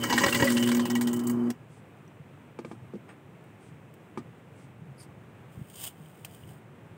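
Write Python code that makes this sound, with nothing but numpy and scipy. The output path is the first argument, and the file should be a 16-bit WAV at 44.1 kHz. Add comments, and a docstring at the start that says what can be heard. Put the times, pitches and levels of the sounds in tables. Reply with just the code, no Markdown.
"""An open workroom: an electric ice shaver hums on the mains, bites the last of its ice and is switched off.
The hum is made of sines; bites are sprays of clicks that ring the metal chute, the ice lumps and the blade.
Hands knock the lever and a plastic bowl, heard as short rings and low swings.
Shaved ice slides in the bowl as clumped grains, and a wet finger squeaks on it as a rough scrape.
Under it all lie filtered noises: a distant rumble and a hiss that swells four times."""
import sys
import numpy as np
from scipy import signal
from scipy.fft import rfft, irfft
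from scipy.io import wavfile

SR = 44100
rng = np.random.default_rng(int(sys.argv[2]) if len(sys.argv) > 2 else 0)


def file_out(sig):
    """Save sig as 16-bit WAV at sys.argv[1]."""
    # one column per channel
    cols = np.atleast_2d(sig).T
    # limit, then scale
    lim = np.clip(cols, -1, 1)
    pcm = np.round(lim * 32767).astype(np.int16)
    wavfile.write(sys.argv[1], SR, pcm)


N = 307377

# Tables. A "colour" is the shape of a noise spectrum; its level_db is relative, per Hz.
# strength of the hum, held down while the blade labours: time_s, level_db
HUM_STRENGTH = [(0, -37), (.09, -44.5), (.16, -28.5), (.27, -37), (.43, -34.5), (.52, -22.5), (.8, -23.5),
                (.88, -31), (.97, -25.5), (1.2, -27.5), (1.3, -25), (1.6, -27)]
# parts of the hum: multiple, level_db (rms at full strength, before flutter), swing_share
HUM_MULTIPLES = [(1, -43, 0.0), (2, -25.5, 0.84), (3, -38, 1), (4, -54, 0.098), (5, -56.5, 0.61)]
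# colour of the motor casing: pitch_hz, level_db
CASING_COLOUR = [(60, -29), (110, -3), (170, -3.5), (240, 1), (350, -0.5), (560, -18.5), (1100, -13),
                 (3500, -48)]
# blade bites and, last, the switch: start_s, crack_db, chute_db, lump_db, lump_hz
BITES = [(0.0312, -22, -34, -28, 1355), (0.0976, -22, -23.5, -29, 2980), (0.1255, -21.5, -35, -11.5, 993),
         (0.136, -29, -22.5, -32, 826), (0.1778, -22.5, -27, -13.5, 1856),
         (0.2358, -23.5, -11.5, -10.5, 1907), (0.2618, -27, -18.5, -16.5, 986),
         (0.2814, -29, -41, -18, 1940), (0.325, -23, -24, -18.5, 2770), (0.346, -20.5, -22, -20.5, 2010),
         (0.3983, -32, -16.5, -19.5, 1700), (0.423, -36, -9, -16.5, 1880), (0.442, -22, -26, -28, 4800),
         (0.463, -31, -45, -33, 4660), (0.4735, -31, -26, -16.5, 1950), (0.501, -25, -34, -27, 1750),
         (0.52, -27.5, -51, -41, 1890), (0.5694, -30, -43.5, -26.5, 2800), (0.626, -27.5, -35, -29, 2970),
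         (0.6734, -22.5, -23.5, -32, 1950), (0.688, -27, -40, -27, 1020), (0.7151, -24, -27, -32, 2260),
         (0.7465, -25, -26, -35.5, 1620), (0.7685, -25, -37, -38, 2300), (0.7947, -34.5, -38.5, -22, 1005),
         (0.853, -25, -30.5, -36.5, 2800), (0.8988, -23.5, -28, -33, 810), (0.952, -21.5, -24.5, -34, 910),
         (1.0102, -21, -33, -33.5, 880), (1.071, -22, -28, -34.5, 3100), (1.1304, -21.5, -30.5, -41, 3060),
         (1.162, -25.5, -48, -55, 1050), (1.1917, -29, -40.5, -43.5, 1330), (1.2358, -32, -75, -80, 830),
         (1.269, -22, -38, -42, 4560), (1.296, -23, -34.5, -42, 1100), (1.502, -23.5, -48, -34, 715)]
# colour of the cracking ice: pitch_hz, level_db
CRACK_COLOUR = [(880, -35), (1500, -3.5), (1930, -5), (2570, -11), (2960, -1), (3610, -4.5), (7410, -6),
                (8020, -10), (11800, -22.5), (15200, -16), (16300, -9)]
# resonances of the metal chute and casing: pitch_hz, width_hz, level_db
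CHUTE_MODES = [(309, 83, 5.5), (489, 22, 3), (827, 87, -2), (1028, 96, 2), (1626, 42, -1.5), (1918, 34, 6),
               (2240, 60, -2), (2902, 82, 1.5), (4770, 190, -10), (6670, 240, -12), (7870, 26, -12)]
# ringing of the blade: pitch_hz, t60_s (time to fall 60 dB), level_db
BLADE_MODES = [(3036, .08, 0), (2918, .06, -2)]
# knocks of lever and bowl: start_s, peak_db (of the rings), clack_db, low_pass_hz
KNOCKS = [(2.588, -27, -52, 1770), (2.648, -28.5, -54.5, 1810), (2.714, -27.5, -56, 1820),
          (2.936, -29.5, -64, 720), (2.953, -32, -66, 400), (4.174, -25, -49.5, 1520),
          (4.187, -35, -65, 398), (6.247, -48, -49, 5000)]
# ringing of the plastic body: pitch_hz, level_db, t60_s
BODY_MODES = [(215, -1.5, 0.13), (279, 2, 0.14), (377, 10.5, 0.056), (463, 13.5, 0.024), (670, 0, 0.031),
              (848, 4.5, 0.03), (1030, -2, 0.022), (1205, -1, 0.059), (1570, -3.5, 0.026), (2310, 3, 0.029)]
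# soft rub of the bowl on the bench: time_s, level_db
SCUFF = [(3.08, -75), (3.092, -50), (3.115, -56), (3.135, -69)]
# thin rings within the rub: pitch_hz, level_db (against the rub)
SCUFF_RINGS = [(5200, -19.5), (6700, -23), (8500, -18)]
# dull bumps of the hand: start_s, level_db, pitch_hz, t60_s
BUMPS = [(2.198, -32.5, 145, 0.072), (2.941, -29, 203, 0.1), (4.817, -34, 157, 0.15),
         (4.864, -36, 146, 0.2), (5.573, -23.5, 118, 0.036), (5.59, -28, 200, 0.042),
         (5.613, -20.5, 139, 0.032), (5.999, -36, 158, 0.13), (6.038, -40, 158, 0.19)]
# the ice slides when the bowl tips: peak_s, peak_db, rise_db_per_s, fall_db_per_s
SLIDES = [(5.53, -64, 452, 38), (5.81, -47, 162, 200), (5.841, -38.5, 289, 500), (5.872, -40.5, 400, 400),
          (6.05, -63, 50, 30), (6.34, -63, 88, 130), (6.5, -62.5, 74, 126)]
# colour of the sliding ice: pitch_hz, level_db
SLIDE_COLOUR = [(600, -6), (1500, -14.5), (2500, -12), (3050, 0.5), (3500, -6.5), (4200, -16), (5000, -8.5),
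                (5700, -17), (7000, -8), (7800, -11), (8600, -5.5), (9600, -9.5), (11100, -14),
                (15300, -3.5)]
# ticks of loose ice and drips: start_s, tick_db, ring_hz, ring_db
TICKS = [(2.078, -62, 5900, -55), (3.439, -62, 9000, -65), (3.939, -53.5, 12000, -58),
         (5.699, -45.5, 8500, -64), (5.74, -50, 7000, -55), (5.757, -43, 6850, -43),
         (6.059, -57, 3095, -49), (6.247, -32, 2600, -36.5), (6.249, -70, 1400, -46),
         (6.309, -52, 4740, -60), (6.347, -47, 8400, -54), (6.436, -65, 2950, -44.5),
         (6.49, -50, 3020, -48)]
# wet finger squeak on the bowl: time_s, base_hz, level_db, hiss_db
SQUEAK = [(4.965, 5140, -90, -95), (4.982, 5100, -68, -76), (5.005, 4540, -58, -62),
          (5.035, 4360, -70, -61), (5.06, 4300, -78, -78)]
# colour of the swelling hiss: pitch_hz, level_db
PUFF_COLOUR = [(2000, 9), (4000, -1), (8600, 2), (10000, -2), (13000, -29)]
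# colour of the steady room noise: pitch_hz, level_db
ROOM_COLOUR = [(25, -36), (60, -58), (110, -3.5), (160, -4.5), (220, -9), (400, -11.5), (600, -16),
               (1470, -23.5), (2520, -27), (3500, -36), (4600, -46), (7000, -45), (11500, -50),
               (15500, -46)]

# Motor and switch
HUM_HZ, FULL_HUM_DB, IDLE_RUMBLE_DB = 120.1, -25, -38
SWITCH_OFF_S = 1.508   # the current is cut
RUN_DOWN_DB_PER_S, COAST_DB_PER_S = 792, 151   # the hum stops fast; the disc coasts a little longer
# bites whose chute level passes JOLT_FROM_DB jolt the casing; JOLT_DB is against that level
JOLT_FROM_DB, JOLT_DB, JOLT_T60_S, JOLT_RISE_S = -22.5, -10, 0.09, 0.004

# Steady rubbing while ice is left, then thinning: (steady dB, ice runs out s, fall dB per s)
CRUNCH, CHUTE_RUB, WHINE = (-34, 0.52, 44), (-33, 0.31, 44), (-47, 0.71, 34)
# steady hiss and faint ring of the running motor after the ice thins: (hiss, chute ring)
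MOTOR_FLOOR_DB = (-67, -61.5)
PRESS_S, PRESS_DB_PER_S = 0.18, 52   # the rubbing grows until the pusher bears down
LOW_RING_ENDS_S, LOW_RING_LOSS_DB = .85, 12   # two lowest chute modes weaken as the pusher touches down
BITE_T60_S, BITE_GAP_SHARE = 0.045, 0.73   # a bite lasts longer when the next one is further off
THICK_RISE_S, THIN_RISE_S = .0025, 0.0006   # bites build more slowly while the ice is thick
SNAP_DB = -4   # the first snap of a lump, against its level in the table
BLADE_KICK_DB, BLADE_KICK_T60_S = -33, 0.094   # every crack kicks the blade; dB against the crack
PUSHER_HZ, PUSHER_T60_S = 553, .12
PUSHER_RING = (-43.5, 0.836, 180)   # columns as for CRUNCH
PUSHER_JOLT_DB, PUSHER_JOLT_T60_S = -19, 0.25   # heavy bites kick it; dB against their chute level

# Hands, bowl and ice
RATTLE_DB, RATTLE_T60_S = -7, .012   # the rattle after a contact, against its first firm touch
THUD_DB, THUD_T60_S = 4.5, 0.07   # a woody thud under each clack, against the clack
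# the bench booms late under each knock; dB against its peak
BENCH_DB, BENCH_T60_S, BENCH_RISE_S, BENCH_HZ = -3, 0.1, 0.012, (233, 332.6)
SLIDE_ENDS_S, SLIDE_STOP_DB_PER_S = (5.885, 6.6), 380   # the ice meets the wall of the bowl
TICK_RING_T60_S = 0.017

# Background and microphone
ROOM_DB, RUMBLE_DB, RUMBLE_WAVER_DB = -52, -54.5, -2.5
PUFF_FIRST_S, PUFF_EVERY_S, PUFF_DB, PUFF_HALF_S = 1.75, .953, -69.5, .056
PORT_HZ, PORT_WIDTH_HZ, PORT_SHARE = 8430, 1020, 1   # resonance of the microphone port
CUTOFF_HZ = 15700


def motor():
    """Magnetic hum at twice the mains and its multiples, over the rumble of the casing."""
    swing_db = in_time(HUM_STRENGTH)[0] - FULL_HUM_DB
    running = amp(thinning(0, 0, 0, off_db_per_s=RUN_DOWN_DB_PER_S))
    jolts = sum(dying(s, chute_db + JOLT_DB, JOLT_T60_S, JOLT_RISE_S)
                for s, _, chute_db, _, _ in BITES if chute_db > JOLT_FROM_DB)
    rumble = amp(IDLE_RUMBLE_DB) + jolts
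    # heavy biting shakes the hum unsteady: load goes from 0 to 1 over 8 dB
    load = np.clip((20 * np.log10(rumble) - IDLE_RUMBLE_DB) / 8, 0, 1)
    wobble_hz = (.4 + 1.5 * load) * drift(12)
    phase = 2 * np.pi * np.cumsum(HUM_HZ + wobble_hz) / SR
    flutters_db = np.linspace(1.2, 3.0, len(HUM_MULTIPLES))
    hum = 0
    for (multiple, db, share), flutter_db in zip(HUM_MULTIPLES, flutters_db):
        level_db = db + share * swing_db + (flutter_db + 4 * load) * drift(12)
        hum = hum + amp(level_db) * np.sin(multiple * phase)
    # the root of two turns rms levels into sine heights
    return running * (np.sqrt(2) * hum + rumble * coloured(rng.standard_normal(N), CASING_COLOUR))


def shaving():
    """Each bite is a spray of splinters that dies fast, shakes the chute and rings the lump being cut."""
    splinters = patchy(grit(6000 * amp(2.5 * drift(150)), spread_db=2.0), patchy_db=3.0)
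    force = grit(4000, spread_db=3.5)
    dull = coloured(splinters, CRACK_COLOUR, tilt_db=-5.5)
    bright = coloured(splinters, CRACK_COLOUR, tilt_db=13.5)

    # steady sound between the bites
    pressing = amp(-PRESS_DB_PER_S * np.maximum(PRESS_S - np.arange(N) / SR, 0))
    crunch_level = amp(thinning(*CRUNCH, MOTOR_FLOOR_DB[0]) + 1.2 * drift(26))
    crack = pressing * crunch_level * (0.12 * dull + 1.72 * bright)
    shake = pressing * amp(thinning(*CHUTE_RUB, MOTOR_FLOOR_DB[1]) + 4.1 * drift(30))

    gaps_s = np.diff([row[0] for row in BITES])
    t60s = BITE_T60_S + BITE_GAP_SHARE * np.append(np.minimum(gaps_s, .06), 0)
    chips_hz = np.exp(rng.uniform(np.log(1200), np.log(9000), (len(BITES), 8)))
    for (s, crack_db, chute_db, lump_db, lump_hz), t60, chip_hz in zip(BITES, t60s, chips_hz):
        # a bite into a big lump sounds duller
        bright_share = np.clip(0.45 + (crack_db - lump_db) / 30, 0, 1)
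        rise_s = THICK_RISE_S if s < CRUNCH[1] else THIN_RISE_S
        crack += dying(s, crack_db, t60, rise_s) * (bright_share * bright + (1 - bright_share) * dull)
        shake += dying(s, chute_db, .5 * t60, rise_s)

        near = slice(round(s * SR), round(s * SR) + SR // 5)
        grinding = (dying(s, lump_db, 0.86 * t60, rise_s) * force)[near]
        crack[near] += 0.08 * ring(grinding, lump_hz, 0.033)
        snap = np.arange(SR // 5) == 0
        crack[near] += amp(lump_db + SNAP_DB) * ring(snap, lump_hz, 0.029)
        # the chips that break off ring briefly at pitches of their own
        chipping = (dying(s, crack_db, t60, 0.0027) * force)[near]
        chips = sum(ring(chipping, hz, 0.039) for hz in chip_hz)
        crack[near] += 0.029 * (1 - bright_share) * chips
    return crack + chute(shake * force) + blade(force)


def chute(force):
    """Parallel resonances of the metal chute; white force of rms 1 comes out near rms 1."""
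    # a narrow resonance rings longer: t60 is 2.77 over its width
    modes = [(hz, 2.77 / width, amp(db) * np.sqrt(width)) for hz, width, db in CHUTE_MODES]
    scale = np.sqrt(sum(gain * gain for _, _, gain in modes))
    damped = force * amp(-LOW_RING_LOSS_DB * (np.arange(N) / SR > LOW_RING_ENDS_S))
    out = 0
    for k, (hz, t60, gain) in enumerate(modes):
        level = gain / scale * np.sqrt(4 * np.log(1000) / (t60 * SR))
        # every second mode is turned upside down
        out = out + level * ring(damped if k < 2 else force, hz, t60) * (-1) ** k
    return out


def blade(force):
    """The blade whines at two pitches, rubbed by the ice and kicked by every crack."""
    kicks = sum(dying(row[0], row[1] + BLADE_KICK_DB, BLADE_KICK_T60_S, 0.0048) for row in BITES[:-1])
    rubbed = amp(thinning(*WHINE) + 3.5 * drift(22))
    return (kicks + rubbed) * sum(amp(db) * rms_one(ring(force, hz, t60)) for hz, t60, db in BLADE_MODES)


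def pusher():
    """The arm that presses the ice hums at one pitch while it shakes."""
    kicks = sum(dying(s, chute_db + PUSHER_JOLT_DB, PUSHER_JOLT_T60_S, 0.0019)
                for s, _, chute_db, _, _ in BITES if chute_db > JOLT_FROM_DB)
    tone = rms_one(ring(rng.standard_normal(N), PUSHER_HZ, PUSHER_T60_S))
    return (amp(thinning(*PUSHER_RING)) + kicks) * tone


def knocks():
    """A short soft rattle of contacts rings the plastic body; clack, thud and bench boom join in."""
    t = np.arange(N) / SR
    out = np.zeros(N)
    clack = band(rng.standard_normal(N), 420, 5700)
    thud = band(band(rng.standard_normal(N), 580, 1940), 580, 1940)
    chances_db = rng.normal(0, 2.0, (len(KNOCKS), len(BODY_MODES)))   # no two knocks ring alike
    rattle_fade = amp(-60 * np.arange(SR // 4) / SR / RATTLE_T60_S)
    rattles = rng.standard_normal((len(KNOCKS), SR // 4)) * rattle_fade
    contacts = amp(RATTLE_DB) * rattles + (np.arange(SR // 4) == 0)
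    for (s, db, clack_db, low_pass_hz), chance_db, contact in zip(KNOCKS, chances_db, contacts):
        rings = sum(amp(mode_db + extra_db) * ring(contact, hz, t60)
                    for (hz, mode_db, t60), extra_db in zip(BODY_MODES, chance_db))
        rings = signal.lfilter(*signal.butter(2, low_pass_hz, fs=SR), rings)
        rings = signal.lfilter(*signal.butter(2, 150, "high", fs=SR), rings)
        at = round(s * SR)
        out[at:at + len(rings)] += amp(db) * rings / np.abs(rings).max()
        out += dying(s, clack_db, 0.08, 0.00063) * clack
        out += dying(s, clack_db + THUD_DB, THUD_T60_S, 0.0033) * thud
        boom = sum(np.sin(2 * np.pi * hz * (t - s)) for hz in BENCH_HZ)
        out += dying(s, db + BENCH_DB, BENCH_T60_S, BENCH_RISE_S) * boom
    return out


def scuff():
    """The bowl rubs softly on the bench: a band of noise with thin rings in it."""
    rub = rng.standard_normal(N)
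    thin = sum(amp(db) * rms_one(ring(rub, hz, .012)) for hz, db in SCUFF_RINGS)
    return amp(in_time(SCUFF)[0]) * (thin + band(band(rub, 700, 2700), 700, 2700))


def bumps():
    """Each dull bump of the hand is a short, low, dying sine."""
    t = np.arange(N) / SR
    return sum(dying(s, db, t60, 0.0027) * np.sin(2 * np.pi * hz * (t - s)) for s, db, hz, t60 in BUMPS)


def sliding_ice():
    """Grains of ice skitter over the plastic in clumps; single pieces tick."""
    t = np.arange(N) / SR
    level = 0
    for s, peak_db, rise, fall in SLIDES:
        end_s = min(e for e in SLIDE_ENDS_S if e > s)
        level_db = peak_db - rise * np.maximum(s - t, 0) - fall * np.maximum(t - s, 0)
        level = level + amp(level_db - SLIDE_STOP_DB_PER_S * np.maximum(t - end_s, 0))
    grains = grit(3500 * amp(3.0 * drift(120)), spread_db=2.5)
    ticks = sum(dying(s, db, 0.036, 0.00047) for s, db, _, _ in TICKS)
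    pings = sum(dying(s, db, TICK_RING_T60_S, 0.0003) * np.sin(2 * np.pi * hz * t)
                for s, _, hz, db in TICKS)
    tick_noise = coloured(rng.standard_normal(N), SLIDE_COLOUR)
    return pings + level * coloured(grains, SLIDE_COLOUR) + ticks * tick_noise


def squeak():
    """Rough scrape: a fixed band of the bowl, a blurred falling tone above and one below, plus hiss."""
    base_hz, db, hiss_db = in_time(SQUEAK)
    phase = 2 * np.pi * np.cumsum(base_hz * (1 + .035 * drift(600))) / SR
    rub = band(band(rng.standard_normal(N), 4500, 5250), 4500, 5250)
    above = amp(2.5) * drift(450) * np.sin(2 * phase)   # twice the base pitch
    below = amp(-3) * drift(150) * np.sin(phase / 2)   # half the base pitch
    scrape = amp(db + 1.4 * drift(300)) * (rub + above + below)
    return scrape + amp(hiss_db) * band(rng.standard_normal(N), 2900, 12500)


def room():
    """Steady broad noise, a lumpy low rumble from afar and a faint hiss that swells four times."""
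    t = np.arange(N) / SR
    swell = sum(amp(PUFF_DB) * np.exp(-((t - PUFF_FIRST_S - k * PUFF_EVERY_S) / PUFF_HALF_S) ** 4)
                for k in range(4))
    steady = amp(ROOM_DB + .5 * drift(3)) * coloured(rng.standard_normal(N), ROOM_COLOUR)
    low = amp(RUMBLE_DB + RUMBLE_WAVER_DB * drift(4.1)) * band(rng.standard_normal(N), 95.0, 163.0)
    return steady + low + swell * coloured(rng.standard_normal(N), PUFF_COLOUR)


def amp(db):
    """Gain of a level in dB."""
    return 10 ** (np.asarray(db) / 20)


def rms_one(x):
    """Scales a sound to rms 1."""
    return x / np.sqrt(np.mean(x ** 2) + 1e-20)


def in_time(rows, outside=-120):
    """Draws straight lines between table rows: each column becomes one value a sample."""
    s, *columns = np.transpose(rows)
    return [np.interp(np.arange(N) / SR, s, c, left=outside, right=outside) for c in columns]


def thinning(steady_db, ends_s, fall_db_per_s, floor_db=-120, off_db_per_s=COAST_DB_PER_S):
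    """Level in dB: steady, then falling to a floor; dying once the current is cut."""
    t = np.arange(N) / SR
    level_db = np.maximum(steady_db - fall_db_per_s * np.maximum(t - ends_s, 0), floor_db)
    return level_db - off_db_per_s * np.maximum(t - SWITCH_OFF_S, 0)


def dying(s, db, t60, rise_s):
    """Envelope that rises quickly from time s and dies away."""
    t = np.maximum(np.arange(N) / SR - s, 0)
    return amp(db - 60 * t / max(t60, .005)) * (1 - np.exp(-t / rise_s))


def drift(rate):
    """Slow random wander with spread 1; a higher rate in Hz wanders faster."""
    r = np.exp(-2 * np.pi * rate / SR)
    wander = signal.lfilter([1], [1, -2 * r, r * r], rng.standard_normal(N + SR))
    return rms_one(wander[SR:])   # the first second lets the filter settle


def ring(x, hz, t60):
    """Resonance: a unit click sets a sine of starting height 1 ringing."""
    r, w = 10 ** (-3 / (t60 * SR)), 2 * np.pi * hz / SR
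    return signal.lfilter([0, np.sin(w)], [1, -2 * r * np.cos(w), r * r], x + 1e-18)


def grit(per_s, spread_db):
    """Dense clicks of uneven size, scattered by chance; rms 1."""
    sizes = amp(spread_db * np.minimum(rng.exponential(1, N), 5)) * rng.choice([-1, 1], N)
    return rms_one(sizes * (rng.random(N) < per_s / SR))


def coloured(x, spectrum, tilt_db=0):
    """Filters x to a spectrum, tilted in dB per octave; white input of rms 1 stays near rms 1."""
    hz = np.maximum(np.arange(N // 2 + 1) * SR / N, 10)
    at_hz, db = np.transpose(spectrum)
    shape_db = np.interp(np.log(hz), np.log(at_hz), db, left=-90)
    gain = amp(shape_db + tilt_db * np.log2(hz / 6000))
    return irfft(rfft(x) * rms_one(gain), N)


def band(x, low_hz, high_hz):
    """Keeps the pitches between two limits; rms 1."""
    return rms_one(signal.sosfilt(signal.butter(2, [low_hz, high_hz], "band", fs=SR, output="sos"), x))


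def patchy(x, patchy_db):
    """Third-octave bands each flicker on their own, so the colour keeps shifting; rms 1."""
    edges_hz = 800 * 2 ** (np.arange(14) / 3)
    out = 0
    for k, (low, high) in enumerate(zip(edges_hz, edges_hz[1:])):
        flicker = amp(patchy_db * drift(41))
        out = out + flicker * np.sqrt(low) * band(x, low, high) * (-1) ** k
    return rms_one(out)


def scene():
    """All sources added together at one microphone."""
    machine = motor() + shaving() + pusher()
    hands_and_bowl = knocks() + scuff() + bumps() + sliding_ice() + squeak()
    return (machine + hands_and_bowl + room())[None]


def record(dry):
    """The port lifts one treble band, the deep bass rolls off and the top is cut steeply."""
    port = signal.lfilter(*signal.iirpeak(PORT_HZ, PORT_HZ / PORT_WIDTH_HZ, fs=SR), dry)
    lifted = dry + PORT_SHARE * port
    lifted = signal.sosfilt(signal.butter(3, 62, "high", fs=SR, output="sos"), lifted)
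    return signal.sosfilt(signal.cheby1(14, .5, CUTOFF_HZ, fs=SR, output="sos"), lifted)


dry = scene()
out = record(dry)
file_out(out)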